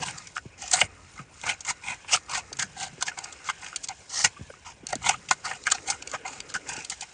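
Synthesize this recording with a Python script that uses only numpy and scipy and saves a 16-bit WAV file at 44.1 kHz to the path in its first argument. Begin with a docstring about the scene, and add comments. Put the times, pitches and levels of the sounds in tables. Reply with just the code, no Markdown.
"""Outdoors, up close: a bear chews a raw carrot.
Each jaw stroke crushes cells into a dense crackle that rings in the mouth, over a bed of wet mashing.
Larger pieces snap, small air pockets smack, and wet lips pop open with a falling thump.
Under it all lie a soft flickering hiss, a low rumble and hum, and a jaw drone that swells with chewing."""
import sys
import numpy as np
from scipy import signal
from scipy.io import wavfile
from scipy.ndimage import uniform_filter1d

SR = 44100
rng = np.random.default_rng(int(sys.argv[2]) if len(sys.argv) > 2 else 0)


def wrap_up_sound(samples):
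    """Save the sound to the file named by the first command line argument, as 16-bit audio."""
    columns = np.atleast_2d(samples).T
    # keep every value between -1 and 1, then stretch to whole-number steps
    tamed = np.clip(columns, -1, 1)
    steps = np.round(tamed * 32767).astype(np.int16)
    wavfile.write(sys.argv[1], SR, steps)


N = 314433

# tone curve of the hiss: f/Hz, relative level/dB
HISS_CURVE = [(15, -41.5), (25, 11), (71, 10), (346, 3.5), (1080, 1.5), (1420, -21.5), (1780, -10),
              (2230, -1.5), (3750, -21), (7690, -40.5), (9380, -11.5), (12200, -56.5), (20600, -120)]
# faders of the three low bands: t/s, rumble level/dB, jaw drone level/dB, hum level/dB
RUMBLE_FADERS = [(0.0, -75, -43.5, -54.5), (0.38, -61.5, -68.5, -73.5), (0.87, -57.5, -69, -59),
                 (1.15, -61.5, -65, -75.5), (2.18, -62.5, -79, -71), (2.46, -57.5, -60, -61),
                 (2.78, -66, -58, -70), (3.2, -63, -65.5, -61.5), (3.85, -65, -69.5, -68),
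                 (4.83, -62, -65.5, -81), (5.06, -55, -46.5, -57), (5.3, -69.5, -62, -68),
                 (5.94, -58.5, -67, -53), (6.17, -66.5, -66, -57.5), (6.75, -62, -61, -55.5),
                 (7.13, -67, -78, -79)]
# two resonances each for rumble, jaw drone and hum: f/Hz, width/Hz, relative level/dB
RUMBLE_BANDS = [[(61, 31, -0.0052), (93.6, 18, -1.2)], [(138, 90, 18.0), (214, 52, -15.5)],
                [(269.6, 79, 0.97), (460.0, 244, 0.47)]]
# faders of the wet mashing: t/s, body level/dB, treble level/dB
MASH_FADERS = [(0.0, -52, -55), (0.16, -48.5, -49.5), (0.4, -67.5, -60), (0.71, -53, -68),
               (1.2, -59.5, -54.5), (1.27, -63.5, -66.5), (1.39, -56, -52.5), (1.53, -56.5, -58.5),
               (2.88, -56, -57), (2.98, -54.5, -57), (3.73, -51.5, -54.5), (3.87, -61, -55.5),
               (4.45, -58, -56.5), (4.8, -64.5, -64), (4.91, -53.5, -65), (5.0, -58, -57.5),
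               (5.82, -57, -52.5), (6.33, -51.5, -61), (6.75, -56.5, -53), (7.13, -57.5, -54.5)]
# resonances of head and carrot: f/Hz, width/Hz, relative level/dB
BODY_MODES = [(471, 380, -15), (850, 750, -7), (1450, 337, 4), (2070, 550, -0.5), (2760, 940, -2)]
# resonances of wet cell walls: f/Hz, width/Hz, relative level/dB
WALL_MODES = [(3280, 1820, 9), (4493, 1710, 13), (6335, 3280, 16.5), (8085, 3850, 11.5)]
# jaw strokes: t/s, length/s, top level/dB, place of the top/fraction of stroke, treble over body/dB,
# lower mouth resonance f/Hz, lower over upper resonance/dB
STROKES = [(.006, 0.13, -38, 0.63, -2.5, 1020, 0), (0.35, 0.046, -41, 0.66, 3.5, 1420, 14),
           (0.576, 0.15, -45.5, 0.53, 4, 730, 3), (0.692, 0.19, -32, 0.45, 0.5, 680, -13),
           (1.157, 0.076, -47, 0.9, -28, 1270, 7), (1.42, 0.15, -29.5, 0.48, -9, 874, -1.5),
           (1.648, 0.09, -30, 0.67, 0, 973, -0.5), (1.82, 0.16, -33, 0.48, -8, 1016, -4),
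           (2.077, .12, -33, 0.66, 2.5, 1330, -14), (2.281, 0.15, -31.5, 0.46, -4.5, 1180, 1.5),
           (2.585, 0.088, -30.5, 0, -1, 1690, -4), (2.76, .14, -35, 0.47, -1, 740, 3),
           (3.051, 0.065, -35, 0.55, 0.5, 880, 3), (3.172, 0.16, -44, 0.05, -10, 825, 36),
           (3.44, 0.083, -46, 0.88, 6.5, 1410, 4), (3.606, 0.12, -44, 0.14, -4.5, 950, -2),
           (3.882, 0.06, -34.5, 0.4, -26, 765, 1), (4.092, 0.18, -37.5, 0.63, 9, 1450, -28),
           (4.237, 0.06, -21.5, 0.09, 2, 1410, -36), (4.644, 0.1, -43.5, 0.29, -5.5, 956, 5.5),
           (4.882, 0.094, -47.5, 0.4, -18, 700, 3), (5.011, .17, -29.5, 0.34, -5, 868, 1.5),
           (5.305, 0.048, -27, 0.03, 1, 960, -6), (5.438, 0.15, -36, 0.31, -7, 850, 3.5),
           (5.65, 0.16, -41, 0, -7.5, 1450, -3), (5.852, 0.13, -34.5, 0.3, -5.5, 856, 2.5),
           (6.109, 0.066, -29, 0.76, -7.5, 1200, 1.5), (6.25, 0.16, -46.5, 0.1, 1, 915, 23),
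           (6.484, 0.048, -44.5, 0.33, 2.5, 1450, 7), (6.539, 0.048, -23.5, 0.48, -5.5, 1480, 29),
           (6.658, 0.21, -37, 0.17, -7.5, 916, 1), (6.899, 0.059, -39.5, 0.33, 2.5, 1020, -8),
           (7.016, 0.043, -34.5, 0.31, -5, 850, 0)]
# pieces that snap: t/s, level/dB, ring f/Hz, treble share/dB, 60 dB decay/s, build-up/ms
SNAPS = [(.023, -22.5, 905, -5.5, 0.018, 14), (0.059, -31, 869, 1, 0.04, 2.2),
         (0.08, -29, 2500, -16, 0.027, 2), (0.181, -30.5, 1280, 0.5, 0.014, 4.7),
         (0.269, -34.5, 2480, 0, 0.022, 0.65), (0.618, -30.5, 750, 0, 0.037, 1.7),
         (.712, -17, 2090, 0, 0.016, 1.5), (0.734, -9.5, 750, -.5, 0.036, 4.4),
         (0.753, -24, 2480, 0, 0.013, 1.3), (0.807, -19.5, 2700, 0, .03, 9.6),
         (0.812, -7, 2250, -12.5, 0.015, 0.88), (1.412, -34.5, 2800, 0, .01, .5),
         (1.435, -30.5, 2250, -7.5, .031, 2.2), (1.466, -24.5, 1330, -3.5, .035, 7.7),
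         (1.491, -19, 2450, -5.5, 0.072, 5.5), (1.604, -30, 3240, 2, 0.03, 0.94),
         (1.647, -29.5, 2160, -1.5, 0.048, .8), (1.698, -21.5, 2140, -2, 0.037, 17),
         (2.043, -38.5, 1000, -17, 0.037, 1), (2.084, -31, 2670, -16, .072, 3.5),
         (2.133, -11, 2870, -2, 0.056, 9.1), (2.152, -32, 1300, -8, 0.021, 3),
         (2.293, -30, 1010, -4, 0.13, 2.5), (2.313, -31.5, 1100, -2, 0.025, 4.5),
         (2.348, -23.5, 1980, -5, 0.035, 3.8), (2.376, -24.5, 786, -2, 0.037, 11),
         (2.527, -26.5, 1410, 0, 0.015, 1.1), (2.567, -33.5, 3000, 0, 0.016, .8),
         (2.593, -19, 1900, 3, 0.027, 2.1), (2.622, -19, 1420, -1.5, 0.023, 2.7),
         (2.826, -27.5, 2560, -1, 0.05, 2.5), (3.008, -29.5, 1450, -1, 0.045, 2.6),
         (3.022, -14.5, 1010, -1, 0.021, 0.43), (3.065, -30, 1450, 0, 0.0092, .4),
         (3.081, -21.5, 2290, -8, 0.014, 4.3), (3.173, -31.5, 950, -13, 0.034, 1.9),
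         (3.186, -24.5, 950, -2, 0.01, 1.8), (3.24, -28, 2700, 0, 0.022, 2.3),
         (3.323, -34, 1350, 0, 0.028, 1.7), (3.485, -18, 1120, -25, 0.042, .6),
         (3.497, -18.5, 1460, -8.5, 0.023, 3.9), (3.643, -31.5, 2680, -2.5, 0.013, 1.5),
         (3.662, -31.5, 2620, -9, .02, 1.5), (3.758, -19.5, 2680, 0, 0.026, 0.58),
         (3.842, -26, 2840, 0, 0.025, 6.4), (3.872, -36, 2980, 0, 0.0067, .6),
         (3.884, -24, 2360, 0, 0.019, 0.84), (4.244, -6.5, 1990, -2.5, 0.017, 1.3),
         (4.866, -23, 3080, 0, 0.011, 0.44), (4.886, -33.5, 2680, .5, 0.058, 1.6),
         (4.902, -35, 3000, 0, 0.028, 2.6), (4.928, -20, 640, -6.5, 0.0075, 2.7),
         (4.952, -23.5, 597, 0, .012, .4), (5.062, -20.5, 3400, -5, 0.054, 3.6),
         (5.091, -10.5, 830, -3, 0.016, 3.8), (5.106, -20.5, 940, -7, .035, 2.8),
         (5.286, -29, 3160, -3.5, 0.033, 1.3), (5.308, -8, 1012, -5, 0.028, 0.36),
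         (5.453, -26, 1300, -4, 0.05, 6.4), (5.51, -24, 1770, -19, 0.032, 1.9),
         (5.636, -34, 3000, 0, 0.0061, 0.85), (5.666, -13.5, 1550, -7.5, 0.017, 1.4),
         (5.673, -16.5, 1470, -13, 0.02, 1.8), (5.7, -26, 3000, 0, .01, .7),
         (5.718, -8.5, 1520, -0.5, 0.014, 4), (5.748, -25.5, 820, -2.5, 0.029, 7.4),
         (5.876, -28, 2180, 0, 0.082, 4.5), (5.899, -15, 2340, 0, 0.038, 0.46),
         (6.022, -29, 2580, -2, 0.015, 2.3), (6.072, -27, 2560, -1.5, 0.013, 1),
         (6.094, -37.5, 1500, 0, .04, 3.3), (6.113, -27.5, 1310, 0, 0.0061, 0.59),
         (6.137, -28, 1440, -22, 0.04, 0.65), (6.249, -28, 916, -25, 0.076, 2.5),
         (6.277, -31, 2300, -2, .03, 4), (6.401, -25.5, 2840, -1, 0.014, 1.1),
         (6.538, -25.5, 1980, -2, 0.031, 0.71), (6.688, -26.5, 2300, 2, 0.055, 1.7),
         (6.731, -30.5, 900, -0.5, .03, 4.4), (6.764, -31.5, 2400, -.5, 0.014, 1.6),
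         (6.803, -36, 2300, 0, .015, 1.5), (6.846, -28, 2360, 0, 0.017, 2),
         (6.896, -23, 3020, 0, 0.029, 0.78), (7.007, -27.5, 2550, 2, 0.032, 1.3)]
# wet smacks: t/s, level/dB, f/Hz, length/cycles
SMACKS = [(0.368, -19.5, 1373, 8.5), (0.381, -22.5, 1450, 8.1), (.821, -19.5, 720, 5.2),
          (1.18, -41, 2130, 25), (1.193, -36, 1287, 21.6), (2.147, -18.5, 1344, 18),
          (2.174, -25.5, 1300, 8.6), (3.019, -27.5, 1450, 10), (3.118, -31.5, 1450, 14),
          (3.73, -31, 1410, 6.6), (3.743, -35, 1450, 11), (3.905, -42, 850, 8.8), (4.371, -41, 1173, 29),
          (4.503, -40.5, 1534, 16.5), (4.54, -39.5, 1250, 5.8), (4.934, -31, 682, 7.5),
          (5.143, -28.5, 1253, 16), (5.685, -24, 1420, 6.3), (5.784, -29, 1850, 2.9),
          (6.554, -23, 1470, 7.9), (6.139, -26.5, 614, 5.5)]
# lips and tongue parting: t/s, level/dB, start f/Hz, end f/Hz, 60 dB decay/s
LIP_POPS = [(0.454, -30, 584, 105, 0.04), (0.827, -31, 400, 92, 0.11), (1.193, -33.5, 400, 114, 0.086),
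            (1.431, -42, 400, 94, 0.081), (2.518, -34, 775, 308, 0.02), (2.583, -38, 250, 157, 0.18),
            (2.629, -39.5, 250, 174, .15), (2.826, -40, 200, 147, 0.24), (2.926, -39.5, 200, 161, 0.06),
            (2.981, -37, 600, 350, 0.031), (4.258, -34, 293, 89.5, 0.095), (4.392, -39, 600, 118, 0.033),
            (4.409, -27.5, 470, 61, 0.057), (4.499, -33, 734, 440, 0.023), (4.831, -38, 654, 152, 0.032),
            (4.955, -27, 694, 150, 0.03), (6.776, -34, 547, 200, 0.023)]

SNAP_LEAD_S = .035  # room for the build-up ahead of each break


def gain_of(db):
    return 10 ** (np.asarray(db) / 20)


def unit_rms(x):
    return x / np.sqrt(np.mean(x ** 2) + 1e-20)


def add(mix, start_s, sound):
    part = mix[max(round(start_s * SR), 0):][:len(sound)]
    part += sound[:len(part)]


def drift(span):
    """Smooth random modulation: noise averaged twice over span samples."""
    return unit_rms(uniform_filter1d(uniform_filter1d(rng.standard_normal(N), span), span))


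def resonate(x, hz, width_hz):
    """A steep, sweepable resonance: shift hz down to zero, smooth twice, shift back."""
    carrier = np.exp(2j * np.pi * np.cumsum(hz * np.ones(len(x))) / SR)
    pole = np.exp(-np.pi * width_hz / SR)
    smoothed = signal.lfilter([(1 - pole) ** 2], [1, -2 * pole, pole * pole], x / carrier + 1e-18)
    return 2 * (carrier * smoothed).real


def ring(x, modes):
    """A resonator bank with alternating polarity, at unit level."""
    return unit_rms(sum((-1) ** k * gain_of(db) * resonate(x, hz, width)
                        for k, (hz, width, db) in enumerate(modes)))


def hiss(level_db=-57.5):
    """Soft steady hiss whose treble flickers at random."""
    hz = np.fft.rfftfreq(1024, 1 / SR)
    curve_hz, curve_db = np.transpose(HISS_CURVE)
    real, imag, flicker = rng.standard_normal((N // 256 + 5, 513, 3)).T
    flicker = unit_rms(uniform_filter1d(uniform_filter1d(flicker, 12, 0), 8, 1))
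    tone_db = np.interp(np.log(hz + 1), np.log(curve_hz + 1), curve_db)[:, None]
    depth_db = np.where(hz < 1400, 2.5, 6.)[:, None]
    spectrum = (real + 1j * imag) * gain_of(tone_db + depth_db * flicker)
    return gain_of(level_db) * unit_rms(signal.istft(spectrum, nperseg=1024, noverlap=768)[1][:N])


def rumble(lump_db=2.2):
    """Low rumble, a jaw drone that swells with the chewing, and a low hum: lumpy noise on three faders."""
    times, *faders = np.transpose(RUMBLE_FADERS)
    out = np.zeros(N)
    for fader, band in zip(faders, RUMBLE_BANDS):
        level_db = np.interp(np.arange(N) / SR, times, fader) + lump_db * drift(1500)
        out += ring(rng.standard_normal(N), band) * gain_of(level_db)
    return out


def cells(samples, per_s, spread_db):
    """Bursting cells: random clicks, most small, a few large."""
    out = np.zeros(samples)
    bursts = rng.random(samples) < per_s / SR
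    sizes = gain_of(spread_db * np.minimum(rng.exponential(1, bursts.sum()), 4))
    out[bursts] = sizes * rng.choice([-1., 1.], bursts.sum())
    return out


def droplets(pitches, low_hz, high_hz, per_s, cycles):
    """Wet grains: each is a short blip at its own pitch, sliding a little."""
    out = np.zeros(N)
    for hz in np.geomspace(low_hz, high_hz, pitches):
        progress = np.linspace(0, 1, max(int(cycles * rng.uniform(0.47, 2.06) * SR / hz), 8))
        glide_hz = hz * (1 + rng.normal(0, 0.16) * progress)
        grain = np.sin(np.pi * progress ** 0.51) ** 2 * np.sin(2 * np.pi * np.cumsum(glide_hz) / SR)
        out += signal.oaconvolve(cells(N, per_s / pitches, 3.), grain / np.linalg.norm(grain))[:N]
    return unit_rms(out)


def mashing(coarse, fine):
    """The wet bed under the strokes: the tongue keeps shifting the body resonances."""
    tongue = 1 + .08 * drift(4000)
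    shifting = [(hz * tongue, width, db) for hz, width, db in BODY_MODES]
    times, body_db, treble_db = np.transpose(MASH_FADERS)
    t = np.arange(N) / SR
    body = gain_of(np.interp(t, times, body_db)) * ring(coarse, shifting)
    return body + gain_of(np.interp(t, times, treble_db)) * ring(fine, WALL_MODES)


def piece_modes():
    """A loose piece rings narrower than the whole body, and at its own pitch."""
    return [(hz * np.exp(rng.normal(0, 0.067)), 0.61 * width, db + rng.normal(0, 4.5))
            for hz, width, db in BODY_MODES]


def wall_modes():
    """The cell walls of every piece have their own treble colour."""
    return [(hz * rng.uniform(0.95, 1.06), .55 * width, db + rng.normal(0, 2.2))
            for hz, width, db in WALL_MODES]


def jaw_stroke(coarse, fine, length_s, top_db, top_at, treble_db, lower_hz, lower_db):
    """Teeth close: the crush swells and falls; the lower mouth resonance sinks, the upper one rises."""
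    edge_db, upper_hz = -53.5, 2250
    progress = np.linspace(0, 1, len(coarse))
    top_at = np.clip(top_at, .05, .95)
    from_top = np.where(progress < top_at, (top_at - progress) / top_at, (progress - top_at) / (1 - top_at))
    crush = gain_of(top_db - max(top_db - edge_db, 0) * from_top ** 1.63)  # 1 = pointed, 2 = round
    fade_in = np.clip(progress * length_s / 0.0059, 0, 1)
    fade_out = np.clip((1 - progress) * length_s / 0.038, 0, 1)
    tongue = .04 * np.sin(2 * np.pi * (rng.uniform(.5, 2) * progress + rng.random()))
    sink = 1.08 - .16 * progress + tongue
    lower = gain_of(lower_db) * unit_rms(resonate(coarse, lower_hz * sink, 200))
    upper = unit_rms(resonate(coarse, upper_hz * rng.uniform(.9, 1.16) / sink, 600))
    bone = gain_of(-20) * unit_rms(resonate(coarse, 132, 210))  # grinding carried through the jaw
    body = unit_rms(unit_rms(lower + upper) + 0.68 * ring(coarse, piece_modes()))
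    treble = gain_of(treble_db) * ring(fine, wall_modes())
    return crush * fade_in * fade_out * (body + bone + treble)


def chewing(mash_clump_db=1.5, stroke_clump_db=3.0):
    """One clumpy rasp of cells, juice and pulp feeds both the mashing and the jaw strokes."""
    low_clumps, high_clumps = drift(200), drift(200)
    coarse = unit_rms(cells(N, 4000, 2.5)) + .4 * droplets(16, 750, 3300, per_s=900, cycles=7)
    fine = unit_rms(cells(N, 8000, 2.8)) + .5 * droplets(20, 3400, 9000, per_s=1500, cycles=20)
    pulp = rng.standard_normal(N)  # pulp already ground slides smoothly
    out = mashing(coarse * gain_of(mash_clump_db * low_clumps) + 1.17 * pulp,
                  fine * gain_of(mash_clump_db * high_clumps) + 0.45 * pulp)
    crunch = coarse * gain_of(stroke_clump_db * low_clumps) + .15 * pulp
    crackle = fine * gain_of(stroke_clump_db * (0.24 * low_clumps + 0.76 * high_clumps)) + .3 * pulp
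    for start_s, length_s, *settings in STROKES:
        part = slice(round(start_s * SR), round((start_s + length_s) * SR))
        add(out, start_s, jaw_stroke(crunch[part], crackle[part], length_s, *settings))
    return out


def snap(level_db, hz, treble_db, decay_s, build_ms):
    """A fracture gathers, breaks and dies: a rush of clicks that rings the piece and the mouth."""
    t = np.arange(4600) / SR - SNAP_LEAD_S
    build = np.exp(np.minimum(t, 0) / max(build_ms, .5) * 1000)
    tail = gain_of(-60 * (abs(t) / np.clip(decay_s, .006, .2)) ** 1.3)  # dies ever faster
    envelope = np.where(t < 0, build, tail)
    tick = np.zeros(len(t))
    tick[round(SNAP_LEAD_S * SR)] = 9 * np.exp(-build_ms / 1.18)  # only a fast break ticks cleanly
    coarse = (cells(len(t), 9000, 3.) + tick) * envelope
    fine = (cells(len(t), 12000, 3.5) + tick) * envelope
    body = unit_rms(unit_rms(resonate(coarse, hz, 0.28 * hz)) + 0.85 * ring(coarse, piece_modes()))
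    treble_share = np.clip(gain_of(treble_db), 0, .98)
    sound = np.sqrt(1 - treble_share ** 2) * body + treble_share * ring(fine, wall_modes())
    peak = np.sqrt(2 * uniform_filter1d(sound ** 2, 90).max())
    return gain_of(level_db) * sound / peak


def smack(level_db, hz, cycles):
    """An air pocket rings in a soft pip, rising as it closes, while wet flesh rustles around it."""
    progress = np.linspace(0, 1, int(cycles * SR / hz))
    pip = np.sin(2 * np.pi * np.cumsum(hz * (0.939 + 0.12 * progress)) / SR)
    flesh = .34 * ring(cells(len(progress), 5000, 3.), BODY_MODES)
    return gain_of(level_db) * np.sin(np.pi * progress ** 0.78) ** 2 * (pip + flesh)


def lip_pop(level_db, start_hz, end_hz, decay_s):
    """A seal breaks and the cavity behind it grows, so the pitch falls; the wet edges flutter."""
    t = np.arange(6000) / SR
    flutter = 1 + .17 * unit_rms(uniform_filter1d(rng.standard_normal(len(t)), 150))
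    hz = (end_hz + (start_hz - end_hz) * np.exp(-t / 0.0045)) * flutter
    gurgle = gain_of(3 * unit_rms(uniform_filter1d(rng.standard_normal(len(t)), 120)))
    envelope = gain_of(-60 * t / decay_s) * (1 - np.exp(-t / 0.016)) * gurgle
    return gain_of(level_db) * envelope / envelope.max() * np.sin(2 * np.pi * np.cumsum(hz) / SR)


def scatter(x, decay_s=0.052):
    """Early reflections off chest, ground and leaves: sparse taps dying fast."""
    t = np.arange(4000) / SR
    taps = rng.choice([-1., 1.], len(t)) * (rng.random(len(t)) < .05)
    taps *= gain_of(-60 * t / decay_s) * (t > .002)
    taps = uniform_filter1d(taps, size=5)  # fur soaks up the treble
    return signal.oaconvolve(x, taps / np.linalg.norm(taps))[:N]


def scene():
    """The mono mix: the mouth with its reflections and dry lip pops, over hiss and rumble."""
    mouth, lips = chewing(), np.zeros(N)
    for at_s, *settings in SNAPS:
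        add(mouth, at_s + 0.0027 - SNAP_LEAD_S, snap(*settings))  # breaks just after the first crackle
    for at_s, level_db, hz, cycles in SMACKS:
        add(mouth, at_s - 0.3314 * cycles / hz, smack(level_db, hz, cycles))  # swells into its cue
    for at_s, *settings in LIP_POPS:
        add(lips, at_s, lip_pop(*settings))
    return (mouth + gain_of(-14.5) * scatter(mouth) + lips + hiss() + rumble())[None]


def record(dry, low_cut_hz=42, high_cut_hz=9600):
    """A small phone microphone: low cut, soft overload on the hardest cracks, steep high cut."""
    trimmed = signal.sosfilt(signal.butter(2, low_cut_hz, "high", fs=SR, output="sos"), dry)
    saturated = .9 * np.tanh(trimmed / .9)
    high_cut = signal.firwin(301, high_cut_hz, window=("kaiser", 6), fs=SR)
    return signal.oaconvolve(saturated, high_cut[None], "same")


dry = scene()
out = record(dry)
wrap_up_sound(out)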